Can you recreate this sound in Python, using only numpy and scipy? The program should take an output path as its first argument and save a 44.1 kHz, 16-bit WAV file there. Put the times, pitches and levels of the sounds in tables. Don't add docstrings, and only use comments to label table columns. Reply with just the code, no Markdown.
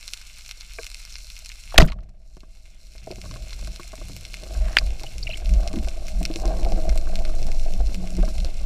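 import sys
import numpy as np
from scipy import signal
from scipy.io import wavfile
from scipy.ndimage import uniform_filter1d

SR = 44100
rng = np.random.default_rng(int(sys.argv[2]) if len(sys.argv) > 2 else 0)


def decibels_to_gain(level_db):
    exponent = np.asarray(level_db, float) / 20
    return 10 ** exponent


def inscribe(sig):
    pcm = np.round(np.clip(np.atleast_2d(sig).T, -1, 1) * 32767)
    wavfile.write(sys.argv[1], SR, pcm.astype(np.int16))


N = 381465
SHOT_S = 1.766


def rms_one(x):
    return x / np.sqrt(np.mean(x ** 2) + 1e-20)


def in_time(rows):
    s, *columns = np.transpose(rows)
    return [np.interp(np.arange(N) / SR, s, c) for c in columns]


def drift(per_s):
    knots = rng.standard_normal(round(N / SR * per_s) + 2)
    return np.interp(np.arange(N) / SR * per_s, np.arange(len(knots)), knots)


def surges(rows, rise_db_s, fall_db_s):
    t = np.arange(0, N, 64) / SR
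    swells = []
    for s, db, held in rows:
        before, after = np.maximum(s - t, 0), np.maximum(t - s - held, 0)
        swells.append(db - rise_db_s * before - fall_db_s * after)
    return np.interp(np.arange(N) / SR, t, np.max(swells, axis=0))


def band(x, low_hz, high_hz, order=2):
    return signal.sosfilt(signal.butter(order, [low_hz, high_hz], "band", fs=SR, output="sos"), x)


def resonate(x, hz, width_hz):
    r = np.exp(-np.pi * width_hz / SR)
    poles = [1, -2 * r * np.cos(2 * np.pi * hz / SR), r * r]
    return signal.lfilter(np.array([1, 0, -1]) * (1 - r * r) / 2, poles, x + 1e-18)


def body(x, modes):
    return sum((-1) ** k * decibels_to_gain(db) * resonate(x, hz, width) for k, (hz, width, db) in enumerate(modes))


def grains(per_s, spread_db, most, size=1):
    sizes = decibels_to_gain(spread_db * np.minimum(rng.exponential(1, N), most)) * (rng.random(N) < per_s / SR)
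    envelope = np.convolve(sizes, np.hanning(size + 2)[1:-1], "same")
    return rms_one(envelope * rng.standard_normal(N))


def evened(x, seconds, share):
    level = np.sqrt(uniform_filter1d(x ** 2, round(seconds * SR)) + 1e-12)
    return rms_one(x / level ** share)


def add(out, s, shape):
    i = round(s * SR)
    out[i:i + len(shape)] += shape[:N - i]


def dying(t60, count):
    t = np.arange(count) / SR
    return t, decibels_to_gain(-60 * t / t60)


def ducking_db():
    duck_db, hold_s, spring_s = 27.5, 0.4, 0.1
    creep_db, creep_s = 18.5, 1.18
    since = np.arange(N) / SR - SHOT_S
    free = np.maximum(since - hold_s, 0)
    spring = (duck_db - creep_db) * np.exp(-free / spring_s)
    creep = creep_db * np.maximum(1 - free / creep_s, 0)
    return (since > 0) * -(spring + creep)


# [f/Hz, width/Hz, level/dB]
HOUSING = [(1500, 370, -14), (2118, 110, -2), (2593, 453, -3.5), (3616, 200, -5.5), (4137, 286, -1.5),
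           (5550, 670, -3.5), (7340, 1200, -8), (9200, 730, -11), (10520, 1300, -15.5), (14700, 2400, -26)]


def reef():
    crackle_db = -48.5 + ducking_db() + 0.3 * drift(4.3)
    hiss = decibels_to_gain(-4) * rng.standard_normal(N) + decibels_to_gain(-6) * grains(250, 4.5, 2.6, size=30)
    dull = hiss + decibels_to_gain(-7) * grains(200, 4.5, 2.4, size=60)
    bright = hiss + decibels_to_gain(-6.5) * grains(350, 4.5, 2.6, size=30)
    dull, bright = dull * decibels_to_gain(1.8 * drift(30)), bright * decibels_to_gain(2 * drift(30))
    low = decibels_to_gain(-25.5) * band(dull, 800, 2000)
    return decibels_to_gain(crackle_db) * rms_one(body(dull, HOUSING[:4]) + low + body(bright, HOUSING[4:]))


# [t/s, peak level/dB, part over 6 kHz against it/dB]
SNAPS = [(0.0782, -11.5, -14), (0.1348, -11, -8.5), (0.214, -19, -15), (0.3842, -36, 5),
         (0.4915, -22, -4.5), (0.511, -16, -9), (0.6083, -17.5, -22.5), (0.844, -20.5, -5),
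         (0.866, -20, -2.5), (0.901, -24, -6), (0.9447, -18.5, -9), (1.051, -20.5, -10), (1.155, -16, -25),
         (1.3008, -20.5, -9.5), (1.3903, -26, -2.5), (1.448, -24.5, -9), (1.4592, -19.5, -7.5),
         (1.517, -21, -10), (1.705, -33, -20), (2.035, -43.5, -12), (2.093, -43.5, -8.5), (2.006, -46, -25),
         (3.4834, -24, -13),
    (3.3113, -21.5, -24),
    (3.673, -22.5, -7),
    (4.1649, -22.5, -0.5),
    (4.251, -20, -10.5),
    (4.3411, -15, -9),
    (4.7851, -11, -11),
    (5.034, -19, -8),
    (5.1815, -21, -5.5),
]
# [t/s, peak level/dB, part over 6 kHz against
# it/dB]
MORE_SNAPS = [(0.0278, -31, -16), (0.1735, -30, -14), (0.272, -38, -11.5), (0.3421, -38, -16),
              (0.4609, -36, -11), (0.7352, -29, -14), (0.815, -39, -17), (0.832, -25.5, -16),
              (0.9154, -27.5, -16), (1.0018, -34, -24), (1.1036, -33, -16.5), (1.1243, -29, -17),
              (1.1842, -32, -22), (1.269, -32.5, -10), (1.3656, -26.5, -18), (1.4915, -25.5, -16),
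              (1.6372, -34, -18), (1.6756, -33, -20), (2.3675, -42.5, -16), (2.4049, -37, -18),
              (2.5506, -43, -15), (2.6609, -44, -15), (2.958, -36, -15), (2.9801, -34.5, -19),
              (3.0415, -36, -18), (3.113, -26, -22), (3.1577, -34.5, -12), (3.2151, -27.5, -14),
              (3.34, -30.5, -14), (3.4228, -33.5, -11), (3.4944, -28.5, -19), (3.5064, -26, -20),
              (3.5299, -23.5, -23), (3.5922, -30, -21), (3.6466, -32, -13), (3.7603, -27.5, -15),
              (3.7972, -29.5, -14), (3.8318, -31, -15), (3.878, -33, -7), (3.9195, -35, -11),
              (3.9544, -29.5, -13), (4.084, -28, -10), (4.2098, -33, -13), (4.369, -32, -14),
              (4.4353, -27, -15), (4.5361, -32.5, -12), (4.7284, -29.5, -13), (4.9048, -32, -17),
              (4.996, -30, -15), (5.292, -27, -22),
              (5.373, -26.5, -12), (5.4474, -28, -17), (5.4576, -25, -17), (5.4926, -26.5, -14),
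                (5.5376, -23, -19), (5.6048, -30, -17), (5.6755, -16.5, -22), (5.73, -27, -14),
                (5.758, -25.5, -20), (5.7869, -28, -18), (5.835, -35, -8), (5.8457, -30.5, -13),
                (5.8848, -22, -15), (6.0682, -26.5, -17), (6.0825, -22.5, -15), (6.2029, -34, -11),
                (6.2294, -21.5, -12), (6.2524, -11.5, -18.5), (6.3132, -32, -14), (6.3383, -27.5, -15),
                (6.3585, -21, -16), (6.3988, -30.5, -11), (6.42, -30, -12), (6.4549, -24.5, -14),
                (6.4773, -26, -13.5), (6.6312, -30, -16), (6.6482, -25.5, -15), (6.7206, -24, -19),
                (6.8145, -33, -19), (6.893, -19, -19), (6.925, -30, -14), (6.957, -33, -7),
                (6.9756, -21, -11), (7.1555, -21, -16), (7.1892, -29, -14), (7.2505, -30, -18),
                (7.2506, -22.5, -20), (7.352, -33.5, -10), (7.384, -32, -15), (7.4281, -25.5, -17),
                (7.4676, -24.5, -14), (7.5169, -25.5, -16), (7.5962, -31, -15), (7.724, -36, -5),
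                (7.7368, -27.5, -13), (7.8567, -41, -12), (7.8698, -30, -16), (7.9447, -21.5, -14.5),
                (8.0734, -31, -14), (8.1046, -32, -10), (8.1515, -30.5, -16), (8.167, -25, -15.5),
                (8.2264, -29, -19), (8.2528, -26.5, -16), (8.288, -30, -13), (8.381, -24, -17),
                (8.4019, -24, -19), (8.4468, -24.5, -15)]


def snaps():
    dull, bright = np.zeros(N), np.zeros(N)
    t, fall = dying(.028, count=1500)
    others = [(s, db + 4.5, bright_db + 7) for s, db, bright_db in MORE_SNAPS]
    for s, db, bright_db in SNAPS + others:
        click = decibels_to_gain(-28.5) * rng.standard_normal(len(t)) * fall
        click[rng.integers(200, 500, 2)] += decibels_to_gain(-11)
        click[:44] += rms_one(rng.standard_normal(44) * np.hanning(44)) * .17
        add(dull, s, decibels_to_gain(db + 18) * click)
        add(bright, s, decibels_to_gain(db + bright_db + 23.5) * click)
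    low = decibels_to_gain(-26.5) * band(dull, 500, 1920)
    return body(dull, HOUSING[:6]) + low + body(bright, HOUSING[6:])


# [f/Hz, width/Hz, level/dB]
BARREL = [(330, 40.5, -3), (514.7, 75, -4), (632.7, 40, 4.5), (753, 131, -7), (1096, 89, -13),
          (1590, 97, -17.5)]
# [t/s, rub level/dB]
EFFORT = [(0.0, -74), (1.9, -72), (1.95, -56), (2.1, -71), (2.85, -71.5), (3.24, -55.5), (3.46, -58),
          (4.06, -63.5), (4.38, -56), (4.64, -45.5), (5.23, -58), (5.64, -41.5), (5.75, -49), (6.3, -49),
          (6.45, -36.5), (6.72, -38), (6.95, -42), (8.05, -48), (8.65, -49)]
# [t/s, level/dB, held/s]
ROCKS = [(0.7, -42.5, 1.0), (1.74, -31.5, .25), (3.4, -32.5, 0.055), (3.55, -31, .15), (4.03, -32, 0.011),
         (4.58, -18.5, 0.073), (4.86, -19.5, 0.014), (5.15, -31, .15), (5.5, -13, 0.072), (5.8, -21, 0.049),
         (6.15, -22, 0.067), (6.48, -18, 0.022), (6.63, -18.5, .02), (6.73, -18, .01), (6.91, -17, 0.052),
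         (7.17, -24, .03), (7.3, -22, 0.018), (7.45, -27.5, .2), (7.81, -20, 0.078), (8.22, -14.5, 0.02),
         (8.42, -14.5, 0.0049), (8.6, -26.5, 0.056)]
# [t/s, drone level/dB, eddy level/dB]
SHOVES = [(1.92, -45.5, -41.5), (3.11, -51.5, -47), (3.31, -48.5, -38), (3.67, -45.5, -44.5),
          (4.13, -47.5, -41), (4.67, -48, -44), (4.85, -54, -39.5), (5.05, -58, -45), (5.25, -55.5, -38),
          (5.53, -39.5, -40), (5.76, -37, -38), (6.215, -35, -41.5), (6.6, -36.5, -45), (6.73, -33.5, -46),
          (6.88, -38.5, -47), (7.17, -39.5, -46), (7.44, -42, -35.5), (7.75, -40.5, -40.5),
          (8.01, -33, -40), (8.2, -30, -39), (8.41, -40, -44)]


def handling():
    rub_db, = in_time(EFFORT)
    effort_db = rub_db + 58
    shove_rise_db_s, shove_fall_db_s = 121, 132
    drone_shoves = [(s, db, 0) for s, db, _ in SHOVES]
    eddy_shoves = [(s, db, 0) for s, _, db in SHOVES]
    sway_db = np.maximum(-38.5 + 0.57 * effort_db, surges(ROCKS, 209, 181))
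    drone_db = np.maximum(-60.5 + 0.79 * effort_db, surges(drone_shoves, shove_rise_db_s, shove_fall_db_s))
    eddy_db = np.maximum(-54 + 0.62 * effort_db, surges(eddy_shoves, shove_rise_db_s / 2, shove_fall_db_s / 2))

    white = rng.standard_normal((3, N))
    sway = evened(band(white[0], 27.14, 51.54, order=4), 0.064, 0.6)
    eddies = evened(band(white[1], 49, 118), 0.054, 0.68)
    hollow_hz = 181.6
    narrow = resonate(resonate(white[2], hollow_hz, 11), hollow_hz, 60)
    drone = evened(narrow + decibels_to_gain(-22.5) * band(white[2], 83, 280), .08, 0.36)

    slips = grains(120, 2.2, 2.1, size=120) + decibels_to_gain(-2) * white[0]
    rub = decibels_to_gain(-20.5) * band(slips, 200, 860)
    for k, (hz, width, db) in enumerate(BARREL):
        mode_db = db + 2.4 * drift(14) - 6.2 * np.log2(np.maximum(hz / 800, 1))
        rub = rub + (-1) ** k * decibels_to_gain(mode_db) * resonate(slips, hz, width)
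    moved_water = decibels_to_gain(sway_db) * sway + decibels_to_gain(eddy_db) * eddies + decibels_to_gain(drone_db + 0.97) * drone
    return moved_water + decibels_to_gain(rub_db + 2) * rms_one(rub)


# [t/s, level/dB]
FLUTTER = [
    (4.5, -45),
    (4.87, -24.5),
    (5.08, -34.5),
    (5.78, -25.5),
    (6.53, -27.5),
    (6.6, -19),
    (7.67, -14.5),
    (8.0, -24.5),
    (8.65, -22.5),
]


def flutter():
    db, = in_time(FLUTTER)
    return np.sqrt(2) * decibels_to_gain(db) * np.sin(2 * np.pi * 16 * np.arange(N) / SR)


# [t/s, peak level/dB, loudest
# f/Hz, hard upper part/dB]
BLOWS = [(0.785, -37.5, 630, 1), (2.03, -77, 277, -12), (2.089, -79.5, 280.5, -10.5),
         (2.369, -52, 366, -32.5), (2.433, -52.5, 688, -3), (2.952, -54, 635, -6), (3.071, -34.5, 662, -40),
         (3.072, -39, 420, -40), (3.105, -42, 700, -40), (3.106, -33, 369, -39), (3.255, -49, 600, 4),
         (3.121, -36, 646, -38), (3.182, -46, 367, -16), (3.239, -45, 625, -6), (3.31, -53, 283, 5.5),
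         (3.359, -43.5, 615, -0.5), (3.522, -59, 650, 7.5), (3.59, -62, 283, 11), (3.625, -46.5, 608, -11),
         (3.673, -43.5, 624, -2), (3.796, -41, 348, 0.5), (3.932, -37, 644, -2), (4.014, -39.5, 616, -7),
         (3.98, -46.5, 280, -31), (4.097, -44, 273, -35),
         (4.431, -40.5, 617, -29), (4.463, -42, 576, -8), (4.549, -46, 670, 5.5), (4.811, -40, 715, -3),
         (5.011, -45.5, 352, -7), (5.037, -34, 785, -16.5), (5.29, -36, 640, -29), (5.42, -38, 630, -12),
         (5.628, -39.5, 695, -7), (5.738, -28.5, 304, -22), (5.827, -40, 288, -13),
         (5.872, -32.5, 668, -12), (6.209, -32.5, 642, -31), (6.215, -34.5, 293, -30),
         (6.301, -28, 324, -29), (6.358, -32, 330, -20), (6.451, -28, 349, -7), (6.491, -34, 633, -16),
         (6.591, -38, 330, -27), (6.664, -26, 663, -37), (6.505, -29, 634, -27), (6.535, -35, 640, -24),
         (6.625, -34, 630, -19), (6.72, -30.5, 770, -21), (6.775, -32, 637, -25), (6.955, -35, 670, -8),
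         (7.07, -45, 650, 1), (7.12, -46, 640, -3), (6.85, -36, 645, -23), (7.339, -36, 640, -37),
         (7.483, -36, 667, -10), (7.661, -32.5, 650, -26), (7.803, -29, 690, -20.5), (7.893, -42, 324, -27),
         (8.039, -34, 722, -21), (8.185, -28.5, 335, -25), (8.23, -29.5, 590, -13), (8.278, -39, 317, -1),
         (8.446, -36, 533, -9)]


def knocks():
    note, middle, upper, low = np.zeros((4, N))
    t, fall = dying(0.033, count=6000)
    for s, db, hz, upper_db in BLOWS:
        low_db = -44.5 + 0.34 * (db + 34.5) - 4.5 * np.log2(hz / 400)
        push = rng.standard_normal((3, len(t))) * fall
        ring_fall = decibels_to_gain(-60 * t * hz / 26)
        ring = np.minimum(t / 0.0021, 1) * ring_fall * np.sin(2 * np.pi * hz * t)
        thump = decibels_to_gain(-60 * t / 0.022) * np.sin(2 * np.pi * 420 * t)
        add(note, s, decibels_to_gain(db + 6) * ring + decibels_to_gain(db) * thump)
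        add(middle, s, decibels_to_gain(db + 11.5 - 4.2 * (hz < 450)) * push[0])
        add(upper, s, decibels_to_gain(db + upper_db + 37.5) * push[1])
        add(low, s, decibels_to_gain(low_db + 31) * push[2] * (s > SHOT_S))
    soft = signal.lfilter(np.hanning(160) / 9, 1, middle * middle) ** .5
    middle = soft * rng.standard_normal(N)
    return note + body(middle, BARREL[:4]) + body(upper, BARREL[4:]) + resonate(low, 157, 92)


# [t/s, peak level/dB, start f/Hz, end f/Hz, t60/s]
PINGS = [(4.7697, 6, 2200, 1500, 0.005), (4.7678, -6.5, 2740, 2740, 0.025),
         (4.7684, -12, 2000, 1810, 0.015), (4.7686, -13.5, 1500, 1400, 0.021),
         (4.7818, -19, 4050, 2500, 0.005), (4.786, -4, 4700, 5000, 0.012),
         (4.786, -5.5, 2280, 2510, 0.0083), (.786, -21, 2390, 2300, 0.012), (0.788, -33, 453, 442, 0.069),
         (5.75, -21.5, 303, 324, 0.12), (5.762, -22.5, 229, 211, 0.19)]
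# [t/s, peak level/dB, start f/Hz, end f/Hz, t60/s]
RINGS = [(1.743, -24, 724, 670, 0.062), (1.784, 1.5, 720, 650, .03), (1.79, -3, 4400, 4300, .01),
         (1.804, -7.5, 2000, 1930, .025), (1.8105, -13, 4700, 4750, .012), (1.836, -32, 3500, 3500, .015),
         (1.842, -37, 1500, 1500, .05), (1.8995, -36, 4150, 4100, 0.018), (1.9194, -30, 4040, 4000, .018),
         (1.922, -32, 1140, 1130, .04), (1.885, -36, 1350, 1350, .035)]


def pings():
    out = np.zeros(N)
    for s, db, start_hz, end_hz, t60 in PINGS + RINGS:
        t, fall = dying(t60, count=3000)
        wobble = uniform_filter1d(rng.standard_normal((2, len(t))), size=round(3 * SR / end_hz))
        wobble = wobble / wobble.std() * min(t60 / .025, 1)
        glide_hz = end_hz + (start_hz - end_hz) * np.exp(-4.5 * t / t60)
        hz = glide_hz * (1 + .05 * wobble[0])
        swell = np.minimum(t / (.04 * t60), 1) * decibels_to_gain(4 * wobble[1])
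        add(out, s, decibels_to_gain(db) * fall * swell * np.sin(2 * np.pi * np.cumsum(hz) / SR))
    return out


# [t/s, level/dB, t60/s, centre f/Hz]
TRIGGER = [
    (1.9, -39, 0.04, 2400),
    (1.723, -27, 0.029, 1170),
    (1.742, -20, 0.13, 560),
    (1.743, -28, 0.051, 2500),
    (1.5, -30.5, .025, 2200),
    (1.756, -26, .05, 1700),
    (1.6, -36, .012, 5300),
]
# [t/s, level/dB, t60/s, centre f/Hz]
SHOT = [(1.779, 11.5, 0.026, 2600), (1.779, -1, 0.032, 4800), (1.7775, -7.5, .02, 2200),
        (1.781, 8, 0.035, 1500), (1.781, 0, 0.02, 1200), (1.782, -2, 0.025, 320), (1.798, -7, 0.056, 700),
        (1.81, -9.5, .06, 310), (1.782, -4, 0.087, 230), (1.79, -2, 0.008, 2500), (1.8, -9, 0.017, 3000),
        (1.805, -11, 0.0088, 4330), (1.8, -8.5, 0.038, 1400), (1.818, -12, 0.033, 1150),
        (1.811, -17, 0.012, 3200), (1.817, -11, 0.022, 3600), (1.822, -13, 0.024, 2400),
        (1.82, -7.5, 0.033, 680), (1.828, -25, .03, 4900), (1.838, -33.5, 0.015, 3510),
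        (1.843, -28, 0.047, 1300), (1.829, -19.5, 0.081, 497), (1.864, -28, 0.0051, 9100),
        (1.875, -31, 0.023, 3000), (1.883, -23, 0.03, 2000), (1.888, -42, 0.014, 5460),
        (1.9, -38, 0.015, 3700), (1.899, -27.5, 0.034, 680), (1.92, -26.5, 0.035, 2100),
        (1.92, -30.5, 0.017, 3560), (1.931, -40, 0.019, 4100), (1.987, -34.5, 0.022, 1050),
        (1.85, -18, .15, 160), (1.865, -28, .05, 540), (1.879, -32, .012, 4500), (1.891, -33, .01, 3500),
        (1.8, -44, .08, 2300), (1.848, -33, .015, 2200)]
# [t/s, f/Hz, level/dB, t60/s, direction]
RECOIL = [
    (1.764, 25, -12, .15, 1),
    (1.787, 37, 10, .065, -1),
    (1.799, 62, -6, .05, 1),
    (1.812, 19, -2, .17, 1),
    (1.8245, 158, -4, .09, 1),
    (1.826, 60, -9, .04, -1),
    (1.845, 30, -12, .06, -1),
    (1.865, 24, -19, .3, -1),
]


def shot():
    rattles, swings = np.zeros((2, N))
    for s, db, t60, hz in TRIGGER + SHOT:
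        t, fall = dying(t60, count=4000)
        contacts = decibels_to_gain(4 * rng.standard_normal(80).repeat(50))
        noise = rng.standard_normal(len(t)) * fall * contacts
        noise = noise * np.linalg.norm(fall) / np.linalg.norm(noise)
        rattle = resonate(resonate(noise, hz, .45 * hz), hz, 1.6 * hz) + decibels_to_gain(-38) * noise * fall
        add(rattles, s, decibels_to_gain(db - 7.5) * rattle * np.sqrt(SR / hz))
    for s, hz, db, t60, direction in RECOIL:
        t, fall = dying(t60, count=20000)
        add(swings, s, direction * decibels_to_gain(db) * fall * np.sin(2 * np.pi * hz * t))
    return rattles + decibels_to_gain(-2) * body(rattles, BARREL) + swings


# [t/s, level/dB]
SCRAPE = [
    (4.55, -70),
    (4.66, -50.5),
    (4.76, -49.5),
    (4.85, -78),
]


def scrape():
    db, = in_time([(4.45, -88)] + SCRAPE + [(4.9, -90)])
    return decibels_to_gain(db + 4) * rms_one(band(grains(2500, 3., 3.6, size=10), 600, 2400))


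# [t/s, length/s, level/dB, start f/Hz, end f/Hz]
SQUEAKS = [(5.064, 0.0115, -33, 2870, 3000), (5.227, 0.0082, -28, 4840, 4300),
           (5.233, .006, -31, 4400, 5800), (5.269, 0.0071, -23.5, 2950, 2500),
           (5.272, 0.011, -29, 2420, 2230), (5.299, .010, -30, 2970, 2550), (5.305, .010, -32, 2510, 2320),
           (5.309, 0.01, -30, 2480, 3100), (5.319, 0.011, -36.5, 4003, 4300),
           (5.330, 0.019, -28.5, 2450, 3150), (5.353, 0.011, -38, 2210, 2150)]


def squeaks():
    out = np.zeros(N)
    for s, length, db, start_hz, end_hz in SQUEAKS:
        share = np.linspace(0, 1, round(length * SR))
        wobble = rms_one(uniform_filter1d(rng.standard_normal((2, 1200)), size=50))[:, :len(share)]
        hz = (start_hz + (end_hz - start_hz) * share) * (1 + 0.032 * wobble[0])
        swell = np.sin(np.pi * share ** 0.79) ** 0.88
        add(out, s, decibels_to_gain(db + 2.6 * wobble[1]) * swell * np.sin(2 * np.pi * np.cumsum(hz) / SR))
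    return out


def scene():
    water = reef() + snaps() + handling() + flutter()
    gun = knocks() + pings() + shot() + scrape() + squeaks()
    return (water + gun)[None]


def band_limit(x):
    return signal.sosfilt(signal.butter(12, 16550, fs=SR, output="sos"), x)


def record(dry):
    clipped = dry / (1 + np.abs(dry / .95) ** 6) ** (1 / 6)
    low = signal.sosfiltfilt(signal.cheby2(14, 30, 15750, fs=SR, output="sos"), clipped)
    return band_limit(low + decibels_to_gain(-22) * (clipped - low))


dry = scene()
out = record(dry)
inscribe(out)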